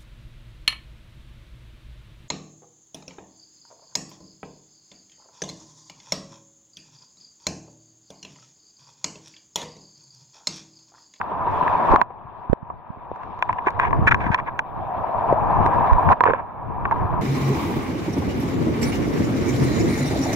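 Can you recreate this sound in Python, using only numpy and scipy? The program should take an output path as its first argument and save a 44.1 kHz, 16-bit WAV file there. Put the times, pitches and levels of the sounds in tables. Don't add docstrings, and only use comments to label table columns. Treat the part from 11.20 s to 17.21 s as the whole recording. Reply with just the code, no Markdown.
import sys
import numpy as np
from scipy import signal
from scipy.fft import rfft, irfft, next_fast_len
from scipy.io import wavfile
from scipy.ndimage import uniform_filter1d, map_coordinates

SR = 44100
rng = np.random.default_rng(int(sys.argv[2]) if len(sys.argv) > 2 else 0)


def gain_from_db(level_db):
    decades = np.asarray(level_db, float) / 20
    return 10 ** decades


def output_pcm(signal):
    pcm = np.clip(np.atleast_2d(signal).T, -1, 1) * 32767
    wavfile.write(sys.argv[1], SR, np.round(pcm).astype(np.int16))


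N = 265129

# frequency in Hz, level in dB per Hz.
CASE_AIR = [(90, -45), (150, -13), (365, -12), (550, -10), (710, -4), (860, -2), (965, 3), (1100, -4),
            (1490, -20), (1660, -18), (2080, -30.5), (2310, -27.5), (3000, -45.5), (4650, -80.5),
            (9000, -110)]


def unit(x):
    return x / np.sqrt(np.mean(x ** 2) + 1e-20)


def along(points, hz):
    f, v = np.transpose(points)
    return np.interp(np.log(hz + 1), np.log(f + 1), v)


def curves(rows):
    s, *columns = np.transpose(rows)
    return np.array([np.interp(np.arange(N) / SR, s, c) for c in columns])


def wobble(rate, channels=1):
    at = np.arange(N) * rate / SR
    return np.array([map_coordinates(k, [at]) for k in rng.standard_normal((channels, 800))])


def bumps(rows):
    out = np.zeros((len(rows[0]) - 2, N))
    for s, half, *values in rows:
        at = np.arange(max(round((s - half) * SR), 0), min(round((s + half) * SR), N))
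        out[:, at] += np.outer(values, np.cos(np.pi / 2 * (at / SR - s) / half) ** 2)
    return out


def window(s):
    start = round(s * SR)
    span = slice(start, min(start + SR // 6, N))
    return span, np.arange(span.start, span.stop) / SR - s


def coloured(x, spectrum, turn=0):
    m = 2 * next_fast_len(N // 2 + 8192)
    hz = np.fft.rfftfreq(m, 1 / SR)
    cepstrum = irfft(np.log(gain_from_db(along(spectrum, hz)) + 1e-7), m)
    cepstrum[1:m // 2] *= 2
    cepstrum[m // 2 + 1:] = 0
    log_response = rfft(cepstrum)
    response = unit(np.exp(log_response.real)) * np.exp(1j * log_response.imag)
    phase = turn(hz) if turn else 0
    return irfft(rfft(x, m) * response * np.exp(1j * phase), m)[..., :N]


def patchy(depth_db):
    z = signal.stft(rng.standard_normal((2, N)), nperseg=256)[2]
    field = uniform_filter1d(rng.standard_normal(z.shape[1:]), size=4, axis=0)
    field = uniform_filter1d(field, size=10, axis=1)
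    noise = signal.istft(z * gain_from_db(depth_db * unit(field)), nperseg=256)[1]
    return unit(noise[:, :N])


def pops(rate, spread_db):
    draw = rng.random((2, 3, N))
    bursts = draw[:, 0] < rate / SR
    direction = np.sign(draw[:, 1] - .5)
    size = gain_from_db(-spread_db * np.log(draw[:, 2] + 0.0092))
    return unit(bursts * direction * size)


def ports(pair):
    # frequency in Hz, left-right likeness (1 is identical).
    likeness = [(200, 0.49), (400, 0.14), (700, 0.69), (1000, 0.77), (1500, 0.59), (2300, 0.51),
                (3000, 0.23), (6000, 0.14)]
    m = next_fast_len(N)
    turn = np.arccos(np.clip(along(likeness, np.fft.rfftfreq(m, 1 / SR)), -1, 1)) / 2
    mid, side = irfft(rfft(pair, m) * [np.cos(turn), np.sin(turn)], m)[:, :N]
    return np.array([mid + side, mid - side])


def right_first(lag_s):
    return lambda hz: np.outer([-.5, .5], 2 * np.pi * hz * lag_s)


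def gain():
    # start in seconds, level the gain falls to in dB.
    ducks = [(0, -13), (0.751, -13.5), (0.818, -28.5), (1.329, -29), (2.872, -13), (2.998, -12),
             (3.14, -15.5), (3.39, -15), (4.1, -8), (4.713, -3.5), (4.929, -16.5), (5.05, -19), (5.14, -19),
             (5.72, -9)]
    climb_db_per_s, fall_s = 12.5, 0.021
    s, low_db = np.transpose(ducks)
    ends = np.append(s[1:], N / SR)
    high_db = low_db + climb_db_per_s * (ends - s)
    times = np.ravel([s + fall_s, ends], "F")
    return gain_from_db(np.interp(np.arange(N) / SR, times, np.ravel([low_db, high_db], "F")))


def sea():
    # time in seconds, wash level in dB, left over right in dB.
    waves = [(0, -15.5, -0.5), (.4, -11, 1.5), (.62, -12.5, 1), (.75, -7.5, 1.5), (.9, -12.5, 2.5),
             (1.6, -14, 4), (2.1, -14.5, 1.5), (2.7, -14.5, 4.5), (3.1, -13.5, 0.5), (3.4, -19.5, 2),
             (3.7, -17.5, 2.5), (4, -15, 1.5), (4.3, -14, 2.5), (4.85, -16.5, 1), (5.1, -10.5, -2.5),
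             (5.4, -17, 0), (5.75, -14.5, 1.5), (6.01, -20, 2)]
    # centre in seconds, half length in seconds, foam swell in dB, gurgle swell in dB.
    surges = [
        (.45, 0.33, 4, -7.5),
        (.74, 0.1, -3.5, 1),
        (1.2, 0.29, 3.5, -4.5),
        (2.1, 0.66, 5.5, -5),
        (2.6, 0.92, 0.5, -1.5),
        (3.75, 0.63, 3.5, 14),
        (4.2, 0.39, 0.5, 8),
        (4.95, 0.4, 4, 5.5),
        (5.85, 0.34, 4, -2.5),
    ]
    # frequency in Hz, level in dB per Hz.
    gurgle_colour = [(200, -23.5), (380, -28), (520, -8), (680, 6.5), (800, 4.5), (950, -24), (2000, -70),
                     (5000, -130)]
    # frequency in Hz, level in dB per Hz.
    foam_colour = [(1500, -20.5), (2500, 11.5), (3000, 2.5), (3600, 3), (4400, -9), (6000, -16.5),
                   (9000, -24), (15000, -37)]
    # frequency in Hz, lead of the left in radians.
    left_lead = [(300, 0.28), (550, 0.3), (1000, 0.38), (1400, 0.42), (2100, -1), (2700, -1.2), (3300, -1),
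                 (4500, -6.5)]
    foam_db, foam_fades_db_per_s, gurgle_db = -32.5, 0.96, -14

    def lead(hz):
        return np.outer([.5, -.5], along(left_lead, hz))

    wash_db, pan_db = curves(waves)
    foam_swell_db, hollow_db = bumps(surges)
    fizz_db = wash_db + foam_db - foam_fades_db_per_s * np.arange(N) / SR + foam_swell_db
    slosh_db = 0.51 * wobble(7.6) + 0.53 * wobble(30) + slaps()
    wash = coloured(ports(patchy(1.8) + 0.25 * pops(300, 3.3)), CASE_AIR, lead)
    gurgle = coloured(ports(patchy(1.9) + .5 * pops(150, 2.2)), gurgle_colour, lead)
    fizz = coloured(ports(patchy(2.6) + 0.31 * pops(900, 2.2)), foam_colour, lead)
    water = unit(wash) + gain_from_db(gurgle_db + hollow_db) * unit(gurgle)
    water = gain_from_db(wash_db + slosh_db - 2.5) * water
    fizz = gain_from_db(fizz_db + 0.28 * slosh_db + 0.83 * wobble(24)) * unit(fizz)
    return gain_from_db(np.outer([.5, -.5], pan_db)) * (water + fizz)


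def whine():
    tone = np.sin(2 * np.pi * 14835 * np.arange(N) / SR)
    return gain_from_db([[-59], [-65]]) * gain_from_db(.8 * wobble(15)) * tone


def breeze():
    return gain_from_db([[-32], [-26.5]] + 3.5 * wobble(9, channels=2))


def wind(steady):
    # centre in seconds, half length in seconds, left level in dB, right level in dB.
    gusts = [(0.35, 0.09, -43, -35), (0.546, 0.022, -49, -46), (0.733, 0.057, -37, -19),
             (1.06, 0.37, -46.5, -62), (1.54, .12, -43.5, -51), (1.785, 0.026, -44, -52),
             (1.917, 0.034, -48, -37.5), (2.077, .09, -37.5, -54), (2.304, 0.058, -32.5, -38),
             (2.632, 0.2, -48, -29), (2.818, 0.22, -24, -20.5), (3.052, 0.14, -24, -30),
             (3.348, 0.36, -60, -44), (3.603, 0.13, -50, -33.5), (3.797, 0.063, -47.5, -32),
             (3.998, 0.07, -36, -35), (4.115, 0.065, -23, -31), (4.251, 0.1, -20, -33),
             (4.418, 0.12, -19, -27), (4.596, 0.073, -20, -46), (4.768, 0.05, -34, -43.5),
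             (4.883, 0.062, -17.5, -36), (5.101, 0.19, -40, -32), (5.504, 0.17, -30, -37.5),
             (5.695, 0.14, -30.5, -28.5), (5.839, 0.045, -22.5, -19), (5.992, 0.18, -32, -23.5)]
    # frequency in Hz, level in dB per Hz.
    rumble_colour = [(15, -4.5), (40, -4), (110, 4), (220, -8.5), (450, -12), (900, -50.5), (2000, -85.5),
                     (5000, -130)]
    # frequency in Hz, level in dB per Hz.
    hiss_colour = [(1500, -41), (4000, -1), (12000, -9), (16000, -23)]
    hiss_db = -53
    lumps = gain_from_db(2.3 * wobble(25, channels=2))
    air = rng.standard_normal((2, N))
    flow = steady + bumps([(s, half, *gain_from_db(db)) for s, half, *db in gusts])
    rumble = unit(lumps * coloured(air - 0.18 * air[::-1], rumble_colour))
    hiss = unit(lumps * coloured(air, hiss_colour))
    return flow * (rumble + gain_from_db(hiss_db) * hiss)


def taps():
    # time in seconds, peak in dB, air ring in dB, nail snap in dB, left over right in dB.
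    nail_taps = [(.0137, -15, -9.5, -33.5, 5.5), (.479, -14, -11, -35, 2.5), (.7598, -10.5, 2.5, -35, 5),
                 (.8146, -9.5, 2, -26, -4.5), (1.3316, -32.5, -3.5, -9, -7.5), (1.9607, -36, 0, -20, -1.5),
                 (2.034, -33, -0.5, -25, 3), (2.191, -39.5, 9.5, -13.5, 0.5), (2.2245, -8.5, -5, -37.5, 5),
                 (2.3281, -26, 4.5, -21, 7), (2.484, -22.5, 5.5, -40, -2.5), (2.505, -38, 3.5, -7.5, 3),
                 (2.7077, -30.5, 4.5, -28.5, 5.5), (2.9446, -12, -1.5, -33.5, 3),
                 (3.145, -9, -2, -24, -2.5), (3.3917, -9, -6.5, -26, 0.5), (4.1256, -28.5, 3, -20, 7),
                 (4.4624, -14, -2.5, -21, 0), (4.5405, -31, 0.5, -18.5, 1.5),
                 (4.732, -24.5, 8.5, -17.5, -0.5), (4.9175, -22, 2.5, -24, -4), (4.9225, -20, 6, -23.5, -4),
                 (4.9297, -15.5, 2.5, -31.5, -6.5), (5.0066, -11, 2, -32, -4.5), (5.0374, -11, 3.5, -32, 0),
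                 (5.7112, -21, 5.5, -30.5, -3.5)]
    # time in seconds, peak in dB, air ring in dB, left over right in dB.
    tip_taps = [(1.5008, -34, 13, -2), (2.294, -21, 9.5, 1), (2.4701, -11.5, -1, 1),
                (2.5975, -6.5, -8, 4.5), (2.7296, -24.5, 15.5, -0.5), (4.889, -9.5, -5.5, 1),
                (5.0105, -24, 10.5, -3), (5.0551, -14.5, 3.5, -4), (5.0632, -16, 3, 8.5),
                (5.0749, -8.5, -8.5, -1), (5.0975, -16, -9.5, -3), (5.108, -17.5, 2.5, 4),
                (5.1349, -14.5, -6, -6), (5.6533, -15.5, 0, -2.5), (5.7236, -25.5, 2.5, 6.5)]
    # time in seconds, peak in dB, air ring in dB, left over right in dB.
    skin_catches = [(2.2908, -20, -6, 0), (2.4728, -17.5, 2, 3), (2.478, -17, 1, 3.5),
                    (2.592, -18.5, -3, -1.5), (2.8718, -10.5, -19, 2), (2.8737, -8.5, -19.5, 1.5),
                    (2.8792, -3.5, -19.5, -1.5), (2.889, -11.5, -19, -0.5), (2.9114, -11.5, -18, 4),
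                    (2.9140, -6.5, -15.5, 4), (2.9204, -12, -16, 3), (2.9228, -13, -17.5, 2.5),
                    (3.0654, -20, -1.5, 1.5), (3.1874, -23.5, -0.5, -1), (5.0401, -13, 2, -0.5),
                    (5.0656, -16.5, -4, 0), (5.0849, -16.5, -8, -2.5), (5.1041, -16.5, -7.5, -2.5),
                    (5.119, -23, 1, -1.5), (5.146, -23, 2, -0.5), (5.6559, -17.5, -0.5, 2.5)]
    air_hz = [
        [1047],
        [977],
    ]
    tip_snap_db, ring_t60_s = -51, 0.038
    crack_hz, crack_db, crack_t60_s, crack_rise_s = 1800, 0.5, 0.0073, .0003
    shell, air, snap, ring, nails = np.zeros((5, 2, N))
    t = np.arange(2000) / SR
    ring_rise = 1 - np.exp(-t / 0.0016)
    crack = gain_from_db(crack_db - 60 * t / crack_t60_s) * (1 - np.exp(-t / crack_rise_s)) ** 2
    crack = crack * np.sin(2 * np.pi * crack_hz * t)
    strikes = [(*row, True) for row in nail_taps]
    for s, db, ring_db, pan_db in list(tip_taps) + list(skin_catches):
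        strikes.append((s, db, ring_db, tip_snap_db, pan_db, False))
    for s, db, ring_db, snap_db, pan_db, is_nail in strikes:
        chatter = rng.standard_normal((3, len(t)))
        sides = gain_from_db([[db + pan_db / 2], [db - pan_db / 2]])
        start = round(s * SR)
        now = slice(start, start + len(t))
        rattle = 0.13 * (chatter[0] + .5 * chatter[1:]) * gain_from_db(-60 * t / 0.012)
        blow = sides * ((t == 0) + rattle)
        shell[:, now] += gain_from_db(11.5) * blow
        air[:, now] += gain_from_db(ring_db + 12.5) * blow
        snap[:, now] += gain_from_db(snap_db + 16.0) * blow
        detuned_hz = np.multiply(air_hz, 1 + 0.023 * chatter[1:, :1])
        swing = np.sin(2 * np.pi * detuned_hz * t)
        ring[:, now] += gain_from_db(ring_db + 5.5 - 60 * t / ring_t60_s) * ring_rise * sides * swing
        if is_nail:
            nails[:, now] += gain_from_db(14.5) * blow
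            ring[:, now] += sides * crack
    return shell, air, snap, ring, nails


def fingers():
    # frequency in Hz, level in dB per Hz.
    shell_colour = [(300, -66), (800, -25.5), (1250, 1), (1630, 8), (2000, -5), (2400, -4.5), (3030, -24.5),
                    (3580, -24), (4400, -55), (8000, -89), (12000, -120)]
    # frequency in Hz, level in dB per Hz.
    snap_colour = [(2000, -28), (3800, 5.5), (4800, -3), (6000, -7), (8000, -18), (11000, -15.5),
                   (16000, -31.5)]
    shell, air, snap, ring, nails = taps()
    slip_shell, slip_air, slip_snap = slips()
    shell, air, snap = shell + slip_shell, air + slip_air, snap + slip_snap
    air = np.where(on_lid(), 7 * np.gradient(air, axis=1), air)
    lag = right_first(0.00013)
    body = coloured(shell, shell_colour, lag) + coloured(air, CASE_AIR, lag)
    return body + coloured(snap, snap_colour, lag) + ring + lid(shell + nails)


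def plops():
    # time in seconds, peak in dB, pitch in Hz, left over right in dB.
    single_plops = [(0.15, -20, 904, 3), (0.271, -10, 952, 3.0), (0.41, -5.5, 975, 4.5),
                    (0.427, -8, 992, 3.5), (0.465, -8.5, 947, 2), (0.526, -9.5, 1000, 3.0),
                    (0.541, -14, 974, 2), (0.624, -12, 938, 4), (0.691, -8, 902, 6), (0.724, -11, 1010, 3),
                    (0.73, -19, 960, 5), (0.742, -8.5, 1043, 5), (2.621, -14.5, 1020, -1),
                    (2.628, -15, 943, 0), (2.644, -19, 1038, -1.0), (2.673, -16, 950, 9),
                    (3.125, -15, 966, 5), (3.189, -17.5, 1010, 1), (3.283, -16.5, 1007, 0),
                    (4.697, -11.5, 1010, 4), (4.71, -6.5, 977, 4), (4.784, -7.5, 990, 5.5),
                    (4.804, -13.5, 794, 0), (4.857, -15, 835, 3.5), (4.864, -11.5, 1016, 5),
                    (4.903, -7.5, 751, -1.0), (4.91, -10, 976, -6), (5.721, -7.5, 935, -4)]
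    # time in seconds, peak in dB, pitch in Hz, left over right in dB.
    surge_plops = [(3.838, -15, 920, 6.0), (3.957, -13.5, 993, 5.0), (3.983, -14, 955, 4.0),
                   (4.008, -12, 967, 4.5), (4.037, -15.5, 910, 4.0), (4.098, -10.5, 913, 4.5),
                   (4.174, -14, 874, 5.5), (4.227, -12, 773, 4.5), (4.299, -12, 845, 4.0),
                   (4.359, -5, 990, 4.5), (4.386, -8, 860, 5.0), (4.533, -9, 994, 5.0),
                   (4.583, -12, 994, 5.0), (4.606, -9.5, 870, 2.5), (4.642, -10.5, 978, 4.5),
                   (4.681, -10, 740, 2.5)]
    # time in seconds, peak in dB, pitch in Hz, left over right in dB.
    late_plops = [(5.796, -18.5, 987, 3.0), (5.827, -15, 914, 3.0), (5.905, -17.5, 990, 2.0),
                  (5.94, -17, 934, 2.5)]
    level_db, rise_s, t60_s = 2, 0.002, 0.043
    out = np.zeros((2, N))
    for s, db, hz, pan_db in list(single_plops) + list(surge_plops) + list(late_plops):
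        span, t = window(s)
        swell = gain_from_db(db + level_db - 60 * t / t60_s) * (1 - np.exp(-np.abs(t) / rise_s))
        swing = np.sin(2 * np.pi * hz * t + [[-.3], [.3]])
        out[:, span] += gain_from_db([[pan_db / 2], [-pan_db / 2]]) * swell * swing
    return out


def slaps():
    # time in seconds, swell in dB, length in seconds.
    rock_slaps = [(0.27, 3.5, 0.0049), (0.428, 5, 0.0043), (0.464, 5, 0.0036), (0.528, 3, 0.015),
                  (0.599, 2.5, 0.0066), (0.903, 8, 0.0052), (1.295, 6.5, 0.0045), (1.994, 3.5, 0.036),
                  (3.295, -4, 0.0023), (4.088, 3, 0.013), (4.286, 2, 0.016), (4.382, 1.5, 0.055),
                  (4.525, 2.5, 0.021), (4.632, -1.5, 0.0059), (4.787, -0.5, 0.0057), (5.195, 6.5, 0.0035),
                  (5.839, -2, 0.0046), (5.921, 2, 0.016)]
    swell_db = np.zeros(N)
    for s, db, length in rock_slaps:
        span, t = window(s - length / 2)
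        age = np.abs(t / length)
        swell_db[span] += db * age * np.exp(1 - age)
    return swell_db


def slips():
    # start in seconds, length in seconds, level in dB, air ring in dB, nail snap in dB.
    strokes = [(0.697, 0.054, -31.5, 9, -21.5), (2.301, 0.011, -31.5, 15, -43.5),
               (2.38, 0.018, -37, 9, -53), (2.457, 0.039, -30, -2, -42.5), (2.602, 0.088, -31, 4.5, -38.5),
               (2.865, 0.033, -16, -24, -30.5), (2.906, 0.025, -14, -8.5, -36),
               (2.999, 0.09, -33.5, 1, -35), (3.112, 0.052, -29.5, -5, -30.5),
               (3.173, 0.034, -31.5, 3.5, -32), (3.258, 0.044, -39.5, 2.5, -42.5),
               (4.895, 0.04, -35, 18, -20), (5.058, 0.054, -30.5, 7.5, -53.5),
               (5.137, 0.077, -40, 7.5, -46), (5.71, 0.023, -30.5, 9, -31.5)]
    shell, air, snap = np.zeros((3, 2, N))
    grip = ports(pops(1200, 2.6) + .5 * patchy(3.1)) * gain_from_db(2.4 * wobble(120))
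    for s, length, db, ring_db, snap_db in strokes:
        now, t = window(s)
        fade = np.clip(np.minimum(t / 0.0065, (length - t) / 0.0093), 0, 1)
        stroke = fade * grip[:, now]
        shell[:, now] += gain_from_db(db) * stroke
        air[:, now] += gain_from_db(db + ring_db) * stroke
        snap[:, now] += gain_from_db(db + snap_db) * stroke
    return shell, air, snap


def pushes():
    # time in seconds, left level in dB, right level in dB, pitch in Hz,
    # direction (-1 when the case rocks and the ports move opposite).
    soft_pushes = [(0.701, -14, -6.5, 51.84, -1), (0.736, -8, -6.5, 406, 1), (1.049, -30, -38, 109, 1),
                   (1.292, -44, -15, 40, -1), (1.7, -26, -19, 165, -1), (1.3304, -10, 4, 435, -1),
                   (1.425, -35, -21.5, 144, -1), (1.77, -41, -32, 216, 1), (1.915, -12.5, -21, 620, 1),
                   (2.789, -9, -30, 144, -1), (3.1, -5.5, -24, 152, -1), (2.82, -11, -12, 141.7, -1),
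                   (2.852, -16, -13, 95, 1), (2.873, -22, -10.5, 442, 1), (3.064, -14, -16.5, 190, 1),
                   (3.564, -27, -24, 115, -1), (4.1255, -10.5, -4, 448, 1), (4.46, -16.5, -10, 410, 1),
                   (4.713, -7, 0, 56, -1), (4.738, -17, -8.5, 40.1, -1), (5.462, -21, -36, 101, 1),
                   (5.846, -16.5, -12, 106, 1)]
    out = np.zeros((2, N))
    for s, left_db, right_db, hz, together in soft_pushes:
        span, t = window(s - .02)
        cycles = (t - .02) * hz - .8
        cycles = cycles * np.exp(-.25 * np.clip(cycles, -2, 1.2))
        shape = np.sin(2 * np.pi * cycles + .5) * np.exp(-(cycles / .5) ** 2)
        shape = shape * np.clip((.14 - t) / .03, 0, 1)
        out[:, span] += gain_from_db([[left_db], [right_db]]) * [[1], [np.sign(together)]] * shape
    return out


def dents():
    # time in seconds, level in dB, half width in seconds, direction.
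    bulges = [
        (1.2996, -6, 0.0012, -1),
        (1.3299, -4, 0.00067, 1),
    ]
    out = np.zeros((2, N))
    for s, db, half, direction in bulges:
        out[1] += np.sign(direction) * gain_from_db(db) * np.exp(-((np.arange(N) / SR - s) / half) ** 2)
    return out


def knocks():
    # time in seconds, left level in dB, right level in dB, pitch in Hz.
    palm_knocks = [
        (1.5012, -20.5, -28, 735),
        (2.4692, -18.5, -6.5, 382),
        (4.1255, 0, -9, 587),
        (5.0067, -16, -13.5, 480),
        (5.0626, -22, -5, 480),
        (5.0853, -13, -2.5, 487),
        (5.0965, -24.5, -4.5, 460),
        (5.107, -16.5, -8.5, 438),
        (5.1345, -16.5, -5.5, 540),
    ]
    t60_s, rise_s = 0.029, 0.00061
    out = np.zeros((2, N))
    for s, left_db, right_db, hz in palm_knocks:
        span, t = window(s)
        swell = gain_from_db([[left_db], [right_db]] - 60 * t / t60_s) * (1 - np.exp(-t / rise_s))
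        out[:, span] += swell * np.sin(2 * np.pi * hz * t)
    return out


def on_lid():
    t = np.arange(N) / SR
    return (t > 2.15) * (t < 3.45)


def lid(blows):
    # frequency in Hz, level in dB per Hz.
    lid_colour = [(1200, -47.5), (2000, -5), (2400, 4.5), (3000, -9), (3500, -10.5), (4500, -32.5),
                  (7000, -34.5), (12000, -54)]
    ringing = coloured(blows.mean(axis=0) * on_lid(), lid_colour, right_first(0.00017))
    return gain_from_db([[-7.5], [-12.5]]) * ringing


def gated(x):
    gate_db, ragged_db = -102, 4.5
    gate_hz, whine_low_hz, whine_high_hz = 4000, 14600, 15100
    hz, _, z = signal.stft(x, SR, nperseg=1024)
    power = (np.abs(z[:, :-1]).reshape(2, 256, 2, -1) ** 2).mean(axis=2)
    ragged = unit(uniform_filter1d(rng.standard_normal(power.shape[1:]), size=5, axis=1))
    loud = uniform_filter1d(power, size=3, axis=2) > gain_from_db(gate_db + ragged_db * ragged) ** 2
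    keep = np.pad(np.repeat(loud, 2, axis=1), ((0, 0), (0, 1), (0, 0)))
    free = (hz < gate_hz) | ((hz > whine_low_hz) & (hz < whine_high_hz))
    return signal.istft(z * (keep | free[:, None]), SR, nperseg=1024)[1][:, :N]


def scene():
    g = gain()
    steady = g * (sea() + whine()) + wind(g * breeze())
    return steady + fingers() + plops() + pushes() + dents() + knocks()


def band_limit(x):
    return signal.sosfilt(signal.butter(12, 16280, fs=SR, output="sos"), x)


def record(dry):
    clipped = dry / (1 + np.abs(dry / .99) ** 8) ** (1 / 8)
    return band_limit(gated(clipped))


dry = scene()
out = record(dry)
output_pcm(out)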